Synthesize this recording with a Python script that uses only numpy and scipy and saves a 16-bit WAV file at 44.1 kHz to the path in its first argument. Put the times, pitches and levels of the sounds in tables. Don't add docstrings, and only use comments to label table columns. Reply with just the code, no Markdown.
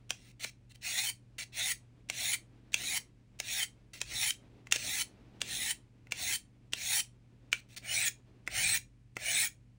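import sys
import numpy as np
from scipy import signal
from scipy.fft import rfft, irfft, next_fast_len
from scipy.io import wavfile
from scipy.ndimage import map_coordinates

SR = 44100
rng = np.random.default_rng(int(sys.argv[2]) if len(sys.argv) > 2 else 0)


def wav_out(sig):
    wavfile.write(sys.argv[1], SR, np.round(np.clip(np.atleast_2d(sig).T, -1, 1) * 32767).astype(np.int16))


N = 431298

# start in seconds, lift-off in seconds, rasp level in dB,
# how much softer it starts in dB, seconds to settle, treble share in dB, last push in dB,
# hand rumble in dB, tip click in dB.
UPRIGHT_STROKES = [ (0.809, 1.099, -35.5, 22, 0.064, -5, 0.5, -73.5, -45),
                   (1.52, 1.72, -34, 23, 0.091, -5, 1, -66, -47),
                   (2.115, 2.344, -34.5, 12, 0.14, -5.5, 4, -64, -48),
                   (2.754, 2.975, -36, 8.5, 0.16, -5.5, 3.5, -64.5, -30),
                   (3.42, 3.637, -35, 17, 0.12, -6, 2, -70, -33),
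                   (4.049, 4.3056, -33, 21, 0.2, -5, -3, -58.5, -23),
                   (4.772, 5.018, -35.5, 6.5, .16, -5, 3.5, -59.5, -32),
                   (5.432, 5.713, -36.5, 18, 0.11, -4.5, 4, -60, -35),
                   (6.135, 6.358, -34.5, 21, 0.12, -5, -1, -58.5, -35),
                   (6.749, 7.0025, -30, 17.5, 0.27, -2.5, -3, -63.5, -26), ]
FLAT_STROKES = [ (7.816, 8.0808, -32, 27, 0.13, -6, 0.5, -60, -27),
                (8.495, 8.773, -30, 20.7, 0.11, -5.5, -7.5, -50.5, -32),
                (9.184, 9.473, -31, 18, 0.14, -5, -9, -64.5, -35.5), ]


def strokes(rows, flat, brighten_db, fade_s, tremor_db=0.58, touch_s=0.0047):
    out = np.zeros(N)
    for row in rows:
        start, end = row[:2]
        t = np.arange(start, end + fade_s, 1 / SR)
        place, db, treble_db = stroke_force(row, t)
        lift_db = 60 * np.maximum(t - end, 0) / fade_s
        pressure = amp(db + tremor_db * wobble(45, len(t)) - lift_db)
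        soft_touch = 1 - np.exp(-(t - start) / touch_s)
        rasp = blade(grit(len(t)), place, treble_db + brighten_db * (place - .5), flat)
        add(out, start, soft_touch * pressure * rasp)
    return out


# time in seconds, extra rasp in dB, treble change in dB.
CATCHES = [(0.988, 6.5, -4.5), (1.616, 2, -9.5), (4.24, 1, -2), (6.94, 2, -1), (8.722, 0.5, 9),
           (9.356, 3.5, 1), (9.414, 0.5, 9)]


def stroke_force(row, t, press_db=5, heel_dullness=0.35, push_s=0.013, catch_s=.013):
    start, end, db, heel_db, settle_s, treble_db, tip_db, *_ = row
    place = np.clip((t - start) / (end - start), 0, 1)
    unsettled_db = heel_db * np.clip(1 - (t - start) / settle_s, 0, 1) ** 2
    push_db = tip_db * np.exp(-(np.minimum(t - end, 0) / push_s) ** 2)
    db = db - unsettled_db + press_db * (place - .7) + push_db
    treble_db = treble_db - heel_dullness * unsettled_db
    for when, extra_db, extra_treble_db in CATCHES:
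        bite = np.exp(-((t - when) / catch_s) ** 2)
        db += extra_db * bite
        treble_db += extra_treble_db * bite
    return place, db, treble_db


def grit(size, spread_db=3.5, chatter_db=0.83):
    grains = rng.standard_normal(size) * amp(spread_db * rng.standard_normal(size))
    return grains * amp(chatter_db * wobble(420, size))


# frequency in Hz, relative level in dB.
UPRIGHT_RASP = [(100, -43), (330, -23), (1100, -15), (1700, -2.5), (3000, -0.56), (5000, -1.4), (7500, -1),
                (10200, -4.0), (11600, -14), (12900, -32.5), (14100, -8.5), (15700, -1.5), (16200, -36.5)]
FLAT_RASP = [(100, -48), (330, -35), (1100, -21.5), (1700, -2), (3000, -7), (5000, -5.5), (7500, -6.5),
             (10200, -6.5), (11300, -16), (12900, -30.5), (14100, -11), (15700, 0.5), (16200, -29.5)]
# pitch in Hz, width in Hz, boost or cut in dB,
# place where it is strongest (0 heel, 1 tip), reach along the edge, glide from heel to tip in Hz.
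UPRIGHT_TONES = [(740, 190, 15, 0.56, 0.86, 250.5), (1981, 220, 7.5, 0.62, 0.85, -51.5),
                 (2300, 430, 4, 0.93, 0.53, -370.0), (2487, 330, 7.5, 0.35, 0.97, -340.0),
                 (3092, 89, 19.5, 0.98, 0.098, -310.0), (3583, 300, 13, 0.53, 0.13, 78),
                 (3620, 180, 8, 0.73, 0.17, -1760.0), (4104, 560, 8, 0.52, 0.6, 247),
                 (4640, 146, 9, 1, 0.08, 84), (4890, 268, -7, 0.52, 0.82, -180.0),
                 (5640, 350, 7, 0.59, 0.51, -47), (6614, 330, 10, 0.56, 0.36, 311),
                 (8960, 360, 7.5, 1, 0.16, -120.0), (9280, 483, 7, 0.4, 0.36, 1728),
                 (9840, 370, 4.5, 0.9, 0.22, -1400.0)]
FLAT_TONES = [(645, 255, 24.5, 0.21, 1, 101), (1870, 100, 16.5, 0.896, 0.077, -840.0),
              (2320, 303, 16.5, 0.5, 0.56, 91), (2920, 150, 13.5, 0.37, 0.25, 144),
              (3500, 230, 11, 0.566, 0.16, 2522), (4030, 550, 9, 0.62, 0.3, -660.0),
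              (4800, 230, -12.5, 0.26, 1, 96), (6400, 1600, 8.5, 0.51, 0.25, 237.5),
              (6940, 120, 12.5, 0.93, 0.041, -1520.0), (8120, 276, 22, 0.58, 0.09, 258),
              (8260, 780, 17, 0.83, 0.097, -26), (9220, 760, 11.5, 0.4, 0.41, 1952)]


def blade(force, place, treble_db, flat=False, echo=0.28, near_s=.0021, far_s=.0031):
    colour, tones = (FLAT_RASP, FLAT_TONES) if flat else (UPRIGHT_RASP, UPRIGHT_TONES)
    frames = dict(fs=SR, nperseg=768, noverlap=576)
    hz, t, spectrum = signal.stft(np.pad(force, (0, 768)), **frames)
    place, treble_db = (np.interp(t * SR, np.arange(len(c)), c) for c in (place, treble_db))
    hz = hz[:, None]
    grip = 1 + 0.0057 * rng.standard_normal()
    db = along(colour, hz)
    for pitch, width, boost, best_place, reach, glide in tones:
        offset = place - best_place
        db = db + boost * np.exp(-((hz - pitch * grip - glide * offset) / width) ** 2
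                                 - (offset / reach) ** 2)
    smoothing = np.outer(np.hanning(7), np.hanning(19))
    patches = signal.fftconvolve(rng.standard_normal(spectrum.shape), smoothing, "same")
    db = db + along([(2000, 2.5), (9000, 3.2)], hz) * unit(patches)
    delay_s = far_s + (near_s - far_s) * place
    gain = amp(db) * abs(1 + echo * np.exp(-2j * np.pi * hz * delay_s))
    treble_band = 1 / (1 + (7000 / (hz + 1)) ** 8)
    share = np.sum(gain ** 2 * (hz > 7500), 0) / np.sum(gain ** 2, 0)
    wanted = np.clip(amp(treble_db) ** 2, .01, .65)
    gain = gain * (wanted * (1 - share) / (share * (1 - wanted))) ** (treble_band / 2)
    gain /= np.sqrt(np.mean(gain ** 2, 0))
    return unit(signal.istft(spectrum * gain, **frames)[1][:len(force)])


# time in seconds, base level in dB, ring pitch in Hz,
# flatness (0 on its edge, 1 on its side).
TAPS = [(0.1054, -17.5, 2510, .25), (0.4466, -20.5, 2310, 0.55), (2.099, -20, 2170, 0),
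        (2.7421, -12.5, 2620, .15), (3.4004, -20.5, 2200, 0), (4.0147, -17.5, 2520, .05),
        (4.6699, -34, 2050, 0.79), (4.723, -4.5, 2740, 0.33), (4.7595, -21, 6170, .1),
        (5.4163, -19.5, 2820, 0), (6.07, -43, 2040, 0.99), (6.121, -17.5, 2760, .2),
        (6.734, -15, 2766, .25), (7.5288, -6.5, 2332, 0.95), (8.4756, -16, 2040, 1), (9.1674, -19, 2050, 1)]
# frequency in Hz, relative level in dB.
CRACK = [(300, -30), (1100, -21.5), (1600, -0.5), (2700, 5), (4000, 0.5), (4800, -3), (5700, 4),
         (9000, -3.5), (11000, -15), (12900, -32), (14000, -12), (15600, -13), (16400, -21)]
KNOCK = [(60, -13.5), (250, 2.5), (700, 3), (1100, -1.5), (2500, -22.5)]


def taps(ring_fade_s=0.014, fade_s=0.016, knock_fade_s=0.032, attack_s=0.00045):
    out = np.zeros(N)
    t = np.arange(SR // 10) / SR
    graze_size = round(.011 * SR)
    for when, db, hz, flatness in TAPS:
        bending = np.sin(2 * np.pi * hz * t) - amp(-7) * np.sin(2 * np.pi * hz * 1.28 * t)
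        ring = amp(db - 4 - 60 * t / ring_fade_s) * bending
        clack_hz = 1480 * (1 + 0.046 * rng.standard_normal())
        clack_db = 0.96 * db - 27 + 13 * flatness
        clack = amp(clack_db - 60 * t / fade_s) * np.sin(2 * np.pi * clack_hz * t)
        crack_db = db - 2 - 13 * flatness
        crack = amp(crack_db - 60 * t / fade_s) * noise(CRACK, len(t))
        knock_db = min(db - 19, -39.5)
        knock = amp(knock_db - 60 * t / knock_fade_s) * noise(KNOCK, len(t))
        add(out, when, (ring + clack + crack + knock) * (1 - np.exp(-t / attack_s)))
        add(out, when - graze_size / SR, amp(crack_db - 28) * noise(CRACK, graze_size))
    return out


def tip_clicks(rows, ring_hz, ring_db, crack_db, fade_s=0.016, attack_s=0.0011):
    out = np.zeros(N)
    t = np.arange(SR // 20) / SR
    for _, end, *_, db in rows:
        click = amp(ring_db) * np.sin(2 * np.pi * ring_hz * t) + amp(crack_db) * noise(CRACK, len(t))
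        add(out, end, amp(db - 60 * t / fade_s) * click * (1 - np.exp(-t / attack_s)))
    return out


# pitch in Hz, level in dB, seconds to fade by 60 dB.
TIP_TONES = [(3027, -40.5, .04), (4450, -46.5, .04)]


def tip_rings(swell_s=.022, early_s=.008, blur=0.58):
    out = np.zeros(N)
    t = np.arange(-swell_s, .1, 1 / SR)
    swell = np.minimum(1 + t / swell_s, 1)
    for _, end, *_ in UPRIGHT_STROKES:
        for hz, db, fade_s in TIP_TONES:
            pitch = hz * (1 + 0.0034 * rng.standard_normal())
            tone = unit(np.sin(2 * np.pi * pitch * t + blur * wobble(140, len(t))))
            add(out, end - early_s - swell_s, amp(db - 60 * np.maximum(t, 0) / fade_s) * swell * tone)
    return out


# start in seconds, end in seconds, first level in dB, last level in dB.
SCUFFS = [(0.128, 0.319, -67, -63), (0.395, 0.447, -55, -34.5), (0.455, 0.502, -48, -53.5),
          (0.695, 0.724, -69, -55), (0.745, 0.761, -66, -52.5), (1.382, 1.441, -39.5, -43.5),
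          (2.719, 2.724, -56, -54.5), (3.933, 3.998, -48.5, -56.5), (4.729, 4.771, -42, -35),
          (7.539, 7.606, -55.5, -58.5), (7.687, 7.751, -67, -58.5), (7.763, 7.786, -46.5, -41.5)]


def scuffs(place=0.16, treble_db=-9, ramp_s=0.0013):
    out = np.zeros(N)
    for start, end, first_db, last_db in SCUFFS:
        t = np.arange(0, max(end - start, .01), 1 / SR)
        steady = np.ones(len(t))
        rasp = blade(grit(len(t), chatter_db=1.5), place * steady, treble_db * steady)
        soft_ends = np.minimum(np.minimum(t, t[-1] - t) / ramp_s, 1)
        add(out, start, rasp * amp(np.linspace(first_db, last_db, len(t))) * soft_ends)
    return out


# frequency in Hz, seconds to fade by 60 dB.
ROOM_FADE = [(200, 0.14), (2500, 0.17), (8000, 0.18), (15000, 0.12)]


def room_echo(x, gap_s=.006):
    hz, t, spectrum = signal.stft(rng.standard_normal(SR // 2), SR, nperseg=256)
    fade = amp(-60 * t / along(ROOM_FADE, hz)[:, None])
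    tail = signal.istft(spectrum * fade, SR, nperseg=256)[1]
    tail = np.pad(tail / np.linalg.norm(tail), (round(gap_s * SR), 0))
    return signal.fftconvolve(x, tail)[:N]


# time in seconds, base level in dB.
SLEEVES = [(0.0, -67), (0.57, -76), (2.97, -63.5), (3.13, -72), (5.58, -59.5), (5.91, -71.5), (6.29, -63),
           (6.45, -72), (8.72, -66), (8.85, -76), (9.12, -82.5), (9.31, -62.5), (9.48, -73), (9.78, -81)]
# frequency in Hz, relative level in dB.
RUSTLE = [(100, -14), (190, -2), (270, 0), (430, -8), (700, -15), (1300, -22), (2500, -23), (5000, -32),
          (12000, -50)]
RUMBLE = [(15, -30), (30, -15), (45, -1.5), (75, -5), (110, 1), (170, -10.5), (350, -35.5), (1000, -73.5)]


def hands_and_sleeves(swell_db=3.5, flutter_db=2, rest_db=-67.0):
    t = np.arange(N) / SR
    motion, rumble = np.zeros(N), np.full(N, amp(rest_db))
    for start, end, *_, rumble_db, _ in UPRIGHT_STROKES + FLAT_STROKES:
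        swell = np.exp(-((t - (start + end) / 2) / (0.41 * (end - start))) ** 2)
        motion += swell
        rumble += amp(rumble_db) * swell
    rustle_db = np.interp(t, *np.transpose(SLEEVES)) + swell_db * motion + flutter_db * wobble(25, N)
    return amp(rustle_db) * noise(RUSTLE, N) + rumble * noise(RUMBLE, N)


# pitch in Hz, level in dB.
HUM_TONES = [(49.5, -69), (119.7, -62.5), (195, -74), (247, -77.5), (293, -81)]


def mains_hum(drift_db=0.7, waver=0.22):
    t = np.arange(N) / SR
    out = np.zeros(N)
    for hz, db in HUM_TONES:
        level = amp(db + drift_db * wobble(3.8, N))
        out += level * unit(np.sin(2 * np.pi * hz * t + waver * wobble(2.6, N)))
    return out


# frequency in Hz, relative level in dB.
AIR = [(30, 0), (150, 0), (300, -5), (500, -14), (1200, -23), (2400, -20), (3500, -26), (9000, -31),
       (11500, -41), (13000, -50), (15500, -41)]


def room_air(db=-71):
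    return amp(db) * noise(AIR, N)


def amp(db):
    return 10 ** (np.asarray(db) / 20)


def unit(x):
    return x / np.sqrt(np.mean(x ** 2) + 1e-20)


def along(points, hz):
    known_hz, values = np.transpose(points)
    return np.interp(np.log(hz + 1), np.log(known_hz), values)


def wobble(rate, size):
    points = rng.standard_normal(int(size * rate / SR) + 4)
    return map_coordinates(points, [np.arange(size) * rate / SR])


def filtered(x, gain):
    size = next_fast_len(len(x) + 4096)
    return irfft(rfft(x, size) * gain(np.fft.rfftfreq(size, 1 / SR)), size)[:len(x)]


def noise(colour, size):
    return unit(filtered(rng.standard_normal(size), lambda hz: amp(along(colour, hz))))


def add(track, start, x):
    part = track[round(start * SR):][:len(x)]
    part += x[:len(part)]


def scene():
    upright = strokes(UPRIGHT_STROKES, flat=False, brighten_db=4.5, fade_s=0.055)
    flat = strokes(FLAT_STROKES, flat=True, brighten_db=3.5, fade_s=0.05)
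    clicks = tip_clicks(UPRIGHT_STROKES, ring_hz=3040, ring_db=4.5, crack_db=2.5)
    clicks += tip_clicks(FLAT_STROKES, ring_hz=6800, ring_db=12, crack_db=-0.5)
    steel = upright + flat + clicks + tip_rings() + scuffs() + taps()
    return (steel + amp(-13.5) * room_echo(steel) + hands_and_sleeves() + mains_hum() + room_air())[None]


def record(dry):
    return filtered(dry[0], lambda hz: 1 / np.sqrt(1 + (hz / 16000) ** 200))[None]


dry = scene()
out = record(dry)
wav_out(out)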